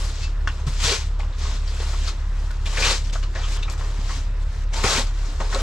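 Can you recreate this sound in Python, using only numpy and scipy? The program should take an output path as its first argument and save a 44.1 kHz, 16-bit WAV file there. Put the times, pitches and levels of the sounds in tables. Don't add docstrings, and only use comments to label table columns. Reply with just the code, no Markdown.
import sys
import numpy as np
from scipy import signal
from scipy.fft import rfft, irfft, next_fast_len
from scipy.io import wavfile

SR = 44100
rng = np.random.default_rng(int(sys.argv[2]) if len(sys.argv) > 2 else 0)


def generate_wav(sig):
    pcm = np.round(np.clip(np.atleast_2d(sig).T, -1, 1) * 32767).astype(np.int16)
    wavfile.write(sys.argv[1], SR, pcm)


def natural_amplitude(level_db):
    exponent = np.asarray(level_db, float) / 20
    return 10 ** exponent


N = 247822

# (firing rate [Hz], time of one firing [s], phase turn on the way in [rad])
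ENGINES = [(35.03, -.0089, -.9), (37.55, .0007, 1.44), (30.02, 0, 2.8), (31.7, -.014, 2.6)]
ENGINE_ORDERS = [(0, 1), (0, 1.5), (0, 5 / 3), (0, 2), (0, 2.5), (0, 3), (0, 4), (1, 1), (1, 1.5), (1, 2),
                 (1, 2.5), (1, 3), (2, 1), (2, 2), (3, 1), (3, 2)]
# (mean rms [dB], swing [dB], loudest at [s])
STANDING_WAVES = [(-23.5, 0.97, 3), (-65, 11, -3.5), (-48.5, -5, -3), (-30, 2, 2.2), (-73, 9, 12),
                  (-45, 4.5, 0), (-62.5, 7.5, 0), (-32, 6.5, -2.5), (-60, 11, 7), (-42, 4.5, 1.4),
                  (-53.5, 5, 3.5), (-50.5, 2.5, 0.5), (-47.5, 10.5, 5.5), (-42, 2, 4), (-46.5, 2, 1),
                  (-52.5, 5.5, 4.5)]
WALK_M_PER_S, SOUND_M_PER_S = 0.4, 343

# (frequency [Hz], density [dB per Hz])
ROAR_SPECTRUM = [(20, -32), (40, -2.5), (65, 2), (100, -5), (150, -14), (230, -21), (500, -22.5),
                 (780, -28.5), (1000, -22.5), (1400, -23.5), (2500, -33), (4200, -35.5), (7500, -50),
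                 (12000, -36)]
# (frequency [Hz], width [Hz], level [dB])
ROAR_WHINE = (1030, 28, 6.9)
ROAR_DB = -36.5

# (frequency [Hz], likeness [0..1])
LIKENESS = [(60, .9997), (150, .994), (300, .94), (600, .87), (1200, .76), (2400, .74), (5000, .48),
            (9000, .5), (13000, .72)]
# (frequency [Hz], left minus right [dB])
PORT_LEAN = [(700, 0), (1400, -.4), (2800, 1.6), (5500, 4.6), (8500, 7), (12000, 0)]

# (frequency [Hz], density [dB per Hz])
GRIT_SPECTRUM = [(130, -5), (258, -13.5), (380, -8.5), (450, -6), (780, -10), (984, -5), (1390, -6.5),
                 (2020, -6.5), (4500, -4.5), (7500, -10.5), (9000, -12), (12200, -12), (15400, -20)]
USUAL_WEIGHT_DB, USUAL_FINE_DB = -6.5, -27.5
# (frequency [Hz], width [Hz], level [dB])
SOLE_MODES = [(440, 370, -28), (900, 9.6, -34), (1224, 37, 3.5), (1420, 35, -12), (2400, 14, -14),
              (4300, 56, 4.5)]
# (full force at [s], level [dB], 20 dB rise [s], hold [s], 20 dB fall [s])
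SLIDES = [(0, -37.5, .1, .1, 0.3), (0.226, -34.5, 0.13, 0.014, 0.07), (0.407, -56.5, -10, 0.0034, 4),
          (0.601, -46, -2.7, 0.0032, -2), (0.842, -21.5, 0.0461, 0.092, 0.1141),
          (0.81, -32.5, 0.12, 0.01, 0.08), (1.03, -58, -7, .003, 0.3), (1.429, -36.5, 0.1, 0.12, 0.13),
          (1.685, -44, .06, .01, 0.4), (1.823, -38.5, 0.3, 0.19, 0.32), (2.086, -32.5, 0.15, 0.0069, 0.05),
          (2.396, -49, 0.24, 0.18, -6.5), (2.853, -20, 0.1481, 0.068, 0.09),
          (3.036, -43, -0.25, 0.076, -0.5), (3.537, -35.5, 0.25, 0.036, 0),
          (3.778, -44.5, -0.1, 0.24, -0.5), (4.113, -35.5, 0.18, 0.052, 0.13), (4.42, -50, 0.1, .02, -0.3),
          (4.535, -49, 0.2, 0.11, 0), (4.77, -33, 0.05, 0.0088, 0.34), (4.864, -21, .045, 0.13, 0.0668),
          (5.067, -41.5, -0.3, .003, 0.05), (5.214, -44, 0.3, 0.27, -4), (5.563, -34, 0.14, 0.0023, -0.5),
          (5.612, -31.5, 0.16, 0.0032, -2)]
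# (time [s], weight as low minus drag [dB], fine grit as top minus drag [dB])
STANCE = [(0, -2, -6), (.22, -13.5, -33), (.42, 3, -28), (.6, -8, -17), (.9, -10, -20.5), (1.05, -8, -23),
          (1.45, -3.5, -27), (1.91, -4.5, -13), (2.07, -9, -24), (2.4, 5, -13), (2.88, -6, -22),
          (3.05, -12.5, -22), (3.54, -7.5, -11), (3.85, 5, -12), (4.13, -7, -23), (4.5, -2, -13),
          (4.93, -5, -20), (5.6, 2, -17.5)]
# (time [s], level [dB], 20 dB fall [s], weight [dB], fine grit [dB])
LANDINGS = [(0.475, -44, 0.4, -2, -23), (0.67, -37.5, 0.18, -1, -12), (1.194, -45, 0.1, 9, -23),
            (1.24, -54.5, 0.3, 12, -40), (1.385, -46, 0.3, -12, -4), (1.801, -41.5, 0.47, 2, -33),
            (2.51, -44.5, 0, -2, -4), (2.659, -34.5, 0.23, -6.5, -19.5), (3.129, -35, 0.13, -8, -20),
            (3.23, -40.5, 0.06, -1, -32), (3.352, -39.5, 0.76, 2, -38), (3.59, -45, 0, -4, -14),
            (3.63, -37, 0, -9, -27), (3.7, -39.5, 0.1, -2, -7), (4.735, -34, 0.36, -1.5, -25),
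            (4.839, -23.5, 0.084, -1, -17), (5.255, -48, -0.1, -6, -22), (5.403, -40, 0.1, 16.5, -25.5),
            (5.44, -44.5, 0.16, 0, -21.5), (5.531, -37, -0.6, 13, -32)]
LANDING_RISE_S, LANDING_HOLD_S = 0.0075, 0.0066
HOLD_SAG_DB_PER_S, CREEP_DB = 10, -75

# (time [s], pitch [Hz], level [dB])
SQUEAKS = [
    [(.222, 2600, -52), (.232, 2620, -40), (.255, 2640, -40), (.272, 2640, -54)],
    [(3.275, 6800, -72), (3.29, 6950, -61), (3.345, 7800, -60), (3.365, 8050, -72)],
]

# (time [s], peak [dB], ring [Hz], second ring [Hz], second ring [dB])
GRINDS = [(.785, -36, 4460, 2600, -4), (.828, -20.5, 1300, 7600, 1), (.845, -16, 3460, 5860, 3),
          (.868, -17.5, 4800, 2400, -12), (.888, -16, 4250, 3750, 0), (.915, -21, 2300, 5500, -2),
          (1.325, -41, 3700, 4630, -10), (1.448, -28.5, 1120, 3600, -2), (2.82, -14.5, 2460, 4700, -5),
          (2.838, -16, 2900, 1690, -9), (2.86, -18, 4270, 6000, -5), (2.885, -20, 5000, 1330, -3),
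          (2.9, -24, 3800, 580, -7), (2.95, -24.5, 6000, 4300, 1), (3.372, -33.5, 1310, 730, -1.5),
          (4.755, -30.5, 5000, 900, 1), (4.775, -32, 2300, 780, -2), (4.845, -18, 2300, 804, -2),
          (4.885, -19.5, 1220, 4250, -1), (4.98, -23, 4060, 3000, -2), (5.255, -39.5, 5440, 7000, -2),
          (5.44, -36, 5000, 900, -2)]
# (time [s], peak [dB], ring [Hz], second ring [Hz], second ring [dB])
CRUSHES = [(.228, -31, 4300, 5100, -23), (.872, -25, 440, 670, -36), (.91, -21.5, 440, 1380, 3),
           (1.41, -28, 3960, 5600, -19), (1.671, -31, 4600, 3200, -7), (2.072, -23, 4300, 1300, -10),
           (2.669, -33, 5000, 1240, 7), (2.78, -28.5, 510, 900, -15), (3.352, -24.5, 1840, 656, -7),
           (3.43, -27, 3060, 1230, -2), (4.09, -26.5, 1110, 1890, -1.5), (5.538, -19, 565, 1180, 0.5)]
# (time [s], peak [dB], ring [Hz], second ring [Hz], second ring [dB])
TICKS = [(.474, -13, 1610, 1140, -7.5), (.475, -21.5, 2810, 5670, -2), (.479, -22.5, 4460, 3400, 1),
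         (.489, -24, 1730, 2880, -2), (.499, -27, 1830, 2680, 2), (1.197, -28, 900, 3320, -9),
         (1.204, -24.5, 2510, 2130, -2), (1.232, -30.5, 900, 2800, -1), (1.803, -24, 3400, 490, 1.5),
         (2.507, -30, 1510, 4060, -7), (3.048, -32.5, 3100, 5500, 3), (3.098, -29, 3250, 530, -9),
         (3.151, -30, 1246, 4400, -8), (3.156, -20, 1230, 600, -10.5), (3.168, -41, 1280, 4500, -6),
         (3.207, -42, 6300, 4500, -2), (3.229, -30, 1300, 2900, -7.5), (3.237, -25, 4400, 2930, 0),
         (3.341, -37, 1900, 1000, 0), (3.699, -23, 7140, 4500, -2), (3.737, -30.5, 1200, 2020, -2),
         (3.779, -33, 5230, 8500, 8), (3.811, -24.5, 1190, 1930, -6), (4.842, -13.5, 434, 810, 4),
         (5.405, -26.5, 2510, 6600, -5), (5.547, -14.5, 4100, 7870, 2)]
# (time [s], peak [dB], ring [Hz], second ring [Hz], second ring [dB])
KNOCKS = [(.671, -29, 1050, 4500, -4), (.829, -24, 4480, 6530, -1), (1.934, -28.5, 1180, 2000, -7),
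          (2.658, -21.5, 2580, 3450, -0.5), (2.77, -16, 1610, 2410, -1), (3.132, -27, 6640, 2980, -11),
          (3.57, -28.5, 3150, 1130, -6), (3.627, -18.5, 3750, 2640, -3.5), (3.679, -28, 1140, 2290, -2),
          (3.72, -22.5, 11500, 7500, -12), (4.722, -33.5, 700, 2280, 2), (4.735, -28, 5900, 7400, 2),
          (4.839, -9.5, 1150, 2330, 1), (4.982, -22.5, 1010, 516, 0), (5.402, -22, 607, 1290, -4),
          (5.525, -21, 1610, 1120, -10), (5.61, -44, 4300, 640, -4)]
TICK_S, KNOCK_S, CRUSH_S, GRIND_S, CRUSH_RISE_S = 0.0033, 0.011, 0.019, 0.023, 0.0046
RING_CYCLES, CRACK_DB = 13.7, -17.5
HIT_TILT_DB = 0.6

# (time [s], peak [dB], pitch [Hz], t60 [s])
HEELS = [
    (0.667, -19.5, 136, 0.087),
    (.674, -18, 138, 0.083),
    (0.842, -24, 138, 0.18),
    (2.788, -36, 120, 0.093),
    (3.99, -17, 155, 0.015),
    (4.169, -34, 271, 0.11),
    (4.84, -21, 128, 0.072),
    (4.975, -23.5, 241, 0.15),
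    (5.282, -35, 300, 0.13),
    (5.612, -45, 132, 0.073),
]

AISLE_T60_S, AISLE_DB, AISLE_HZ = 0.098, -10, 5960
# (frequency [Hz], gain [dB])
MIC_RESPONSE = [(7700, 0.5), (8500, -8.5), (14500, -28), (15700, -41)]
# (frequency [Hz], left lead [rad])
PORT_PHASE = [(0, 0), (3360, -1.0), (3960, -0.8), (4480, -0.8), (5510, 0.0), (10300, -0.1), (11600, 0.1),
              (15200, -0.0)]


def rms_one(x):
    return x / np.sqrt(np.mean(x ** 2) + 1e-20)


def in_time(rows):
    s, *columns = np.transpose(rows)
    return [np.interp(np.arange(N) / SR, s, c) for c in columns]


def at_hz(points, hz):
    points_hz, values = np.transpose(points)
    return np.interp(np.log(hz), np.log(points_hz), values)


def drift(rate_hz):
    r = np.exp(-80 * np.pi * rate_hz / SR)
    white = rng.standard_normal(N // 40 + 2002)
    slow = signal.lfilter([1], [1, -2 * r, r * r], white)[2000:]
    return np.interp(np.arange(N) / 40, np.arange(len(slow)), rms_one(slow))


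def ring(push, hz, t60_s):
    r, w = natural_amplitude(-60 / (t60_s * SR)), 2 * np.pi * hz / SR
    return signal.lfilter([0, np.sin(w)], [1, -2 * r * np.cos(w), r * r], push + 1e-18)


def width_t60_s(width_hz):
    return np.log(1000) / (np.pi * width_hz)


def banded(white, spectrum, edges_hz, shift_db, patchy_db, rate_hz):
    out, power = 0, 0
    for k, (low, high) in enumerate(zip(edges_hz, edges_hz[1:])):
        band = signal.butter(2, [low, high], "band", fs=SR, output="sos")
        mid, side = signal.sosfilt(band, white[k % 2])
        hz = np.sqrt(low * high)
        alike = np.clip(at_hz(LIKENESS, hz), 0, 1)
        pair = np.sqrt((1 + alike) / 2) * mid + np.sqrt((1 - alike) / 2) * side * [[1], [-1]]
        lean = natural_amplitude(at_hz(PORT_LEAN, hz) * np.array([[0.5], [-0.5]]))
        gain = natural_amplitude(at_hz(spectrum, hz))
        power += gain ** 2 * (high - low) * 2 / SR
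        out = out + gain * natural_amplitude(shift_db(hz) + patchy_db * drift(rate_hz)) * pair * lean
    return out / np.sqrt(power)


def engines():
    t, out = np.arange(N) / SR, np.zeros(N)
    for (which, multiple), (mean_db, swing_db, loudest_s) in zip(ENGINE_ORDERS, STANDING_WAVES):
        firing_hz, fired_s, turn_rad = ENGINES[which]
        hz = multiple * firing_hz
        crests = 2 * WALK_M_PER_S * hz / SOUND_M_PER_S * (t - loudest_s)
        level_db = mean_db + swing_db * np.cos(2 * np.pi * crests) + 0.56 * multiple * drift(0.96)
        out += np.sqrt(2) * natural_amplitude(level_db) * np.cos(2 * np.pi * hz * (t - fired_s) + turn_rad)
    return out


def roar():
    edges_hz = 22 * 2 ** np.arange(0, 9.6, 0.5)
    white = rng.standard_normal((2, 2, N))
    noise = banded(white, ROAR_SPECTRUM, edges_hz, lambda hz: 0, patchy_db=1.96, rate_hz=22.0)
    hz, width_hz, db = ROAR_WHINE
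    whine = natural_amplitude(db) * np.pi * width_hz / SR * ring(noise, hz, width_t60_s(width_hz))
    return natural_amplitude(ROAR_DB) * (noise + whine)


def stroke(s, db, rise_s, hold_s, fall_s):
    t = np.arange(0, N, 16) / SR - s
    rise_db = 20 * np.minimum(t, 0) / max(rise_s, 1e-3)
    fall_db = 20 * np.maximum(t - hold_s, 0) / max(fall_s, 1e-3)
    sag_db = HOLD_SAG_DB_PER_S * np.clip(t, 0, max(hold_s, 0))
    return natural_amplitude(2 * np.maximum(db + rise_db - fall_db - sag_db, -120))


def footwork():
    power = natural_amplitude(2 * CREEP_DB) + sum(stroke(*row) for row in SLIDES)
    weighted = power * np.array(in_time(STANCE))[:, ::16]
    for s, db, fall_s, weight_db, fine_db in LANDINGS:
        landing = stroke(s, db, LANDING_RISE_S, LANDING_HOLD_S, fall_s)
        power = power + landing
        weighted = weighted + landing * np.array([[weight_db], [fine_db]])
    return np.repeat([10 * np.log10(power), *(weighted / power)], 16, axis=1)[:, :N]


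def drag():
    drag_db, weight_db, fine_db = footwork()
    sizes = natural_amplitude(0.75 * np.minimum(rng.exponential(1, (2, 1, N)), 5))
    rolling = rng.random((2, 1, N)) < 9000 / SR
    grains = rms_one(rng.standard_normal((2, 2, N)) * (sizes * rolling + 0.2))

    def shift_db(hz):
        heavy = at_hz([(1100, 0.89), (2300, 0.14), (5000, 0.0091)], hz)
        fine = at_hz([(4500, 0.0048), (7600, 0.11), (9000, 0.49)], hz)
        return heavy * (weight_db - USUAL_WEIGHT_DB) + fine * (fine_db - USUAL_FINE_DB)

    edges_hz = 130 * 2 ** np.arange(0, 7.1, 1 / 3)
    judder = natural_amplitude(0.5 * drift(21))
    noise = banded(grains, GRIT_SPECTRUM, edges_hz, shift_db, patchy_db=1.02, rate_hz=33.0)
    hiss = natural_amplitude(drag_db + 1.32) * judder * noise
    out = hiss
    for hz, width_hz, db in SOLE_MODES:
        mode = ring(hiss, hz, width_t60_s(width_hz))
        out = out + natural_amplitude(db - 8.5) * 2 * np.pi * width_hz / SR * mode
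    return out


def squeak():
    t, out = np.arange(N) / SR, np.zeros(N)
    for rows in SQUEAKS:
        hz, level_db = in_time(rows)
        sounding = (t > rows[0][0]) * (t < rows[-1][0])
        cycles = np.cumsum(hz * (1 + 0.0079 * drift(91))) / SR
        out += natural_amplitude(level_db + 3.1 * drift(120)) * np.sin(2 * np.pi * cycles) * sounding
    return out


def debris_piece(hz, second_hz, second_db, lasts_s):
    span = SR // 7
    t = np.arange(span) / SR
    fade = np.exp(-t / lasts_s)
    if lasts_s > KNOCK_S:
        fade = fade * (1 - np.exp(-t / CRUSH_RISE_S))
    contacts_per_s = 800 if lasts_s <= KNOCK_S else 2500
    touching = (rng.random(span) < contacts_per_s / SR) * fade * 0.8
    touching[0] = fade[0] * (1 if lasts_s < KNOCK_S else 0.4)
    body = 0
    for centre_hz, level_db in [(hz, 0), (second_hz, second_db)]:
        t60_s = RING_CYCLES / centre_hz + 0.0063
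        for ratio, db in [(0.83, -13), (0.92, -8), (1, 1.5), (1.09, -5), (1.2, -11)]:
            contacts = touching * rng.choice([-1, 1], span)
            body = body + natural_amplitude(level_db + db) * ring(contacts, centre_hz * ratio, t60_s)
    crisp = signal.butter(2, [1500, 9500], "band", fs=SR, output="sos")
    crack = signal.sosfilt(crisp, rng.standard_normal(span) * fade)
    return body / np.abs(body).max() + natural_amplitude(CRACK_DB) * crack / np.abs(crack).max()


def debris():
    out = np.zeros(N + SR)
    for rows, lasts_s in [(TICKS, TICK_S), (KNOCKS, KNOCK_S), (CRUSHES, CRUSH_S), (GRINDS, GRIND_S)]:
        for s, peak_db, hz, second_hz, second_db in rows:
            piece = debris_piece(hz, second_hz, second_db, lasts_s)
            out[round(s * SR):][:len(piece)] += natural_amplitude(peak_db + 1.0) * piece
    return out[:N]


def heels():
    out = np.zeros(N)
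    for s, peak_db, hz, t60_s in HEELS:
        push = np.zeros(N)
        push[round(s * SR)] = -natural_amplitude(peak_db)
        out += ring(push, hz, t60_s) + natural_amplitude(-15.5) * ring(push, 1.495 * hz, 1.3 * t60_s)
    return signal.sosfilt(signal.butter(4, 330, fs=SR, output="sos"), out)


def aisle(x):
    t = np.arange(SR // 2) / SR
    shared, own = rng.standard_normal(len(t)), rng.standard_normal((2, len(t)))
    echoes = (shared + 0.5 * own) * natural_amplitude(-60 * t / AISLE_T60_S) * (t > 0.004)
    echoes = signal.sosfilt(signal.butter(1, AISLE_HZ, fs=SR, output="sos"), echoes)
    echoes = echoes / np.sqrt(np.sum(echoes ** 2) / 2)
    return natural_amplitude(AISLE_DB) * signal.fftconvolve(x[None], echoes, axes=1)[:, :N]


def scene():
    hits, sole = debris() + squeak(), drag()
    bright = signal.sosfilt(signal.butter(1, [3500, 10000], "band", fs=SR, output="sos"), hits)
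    near = hits * natural_amplitude([[HIT_TILT_DB], [-HIT_TILT_DB]]) + 0.3 * bright * [[1], [-1]]
    echoes = aisle(hits + 0.5 * sole.mean(axis=0))
    return near + echoes + heels() + sole + roar() + engines()


def top_cut(x):
    return signal.sosfilt(signal.butter(12, 15590, fs=SR, output="sos"), x)


def record(dry):
    size = next_fast_len(N + 4096)
    hz = np.maximum(np.fft.rfftfreq(size, 1 / SR), 1)
    lead_rad = np.interp(hz, *np.transpose(PORT_PHASE))
    apart = np.exp(0.5j * lead_rad * np.array([[1], [-1]]))
    heard = irfft(rfft(dry, size) * natural_amplitude(at_hz(MIC_RESPONSE, hz)) * apart, size)[:, :N]
    return top_cut(0.85 * np.tanh(heard / 0.96))


dry = scene()
out = record(dry)
generate_wav(out)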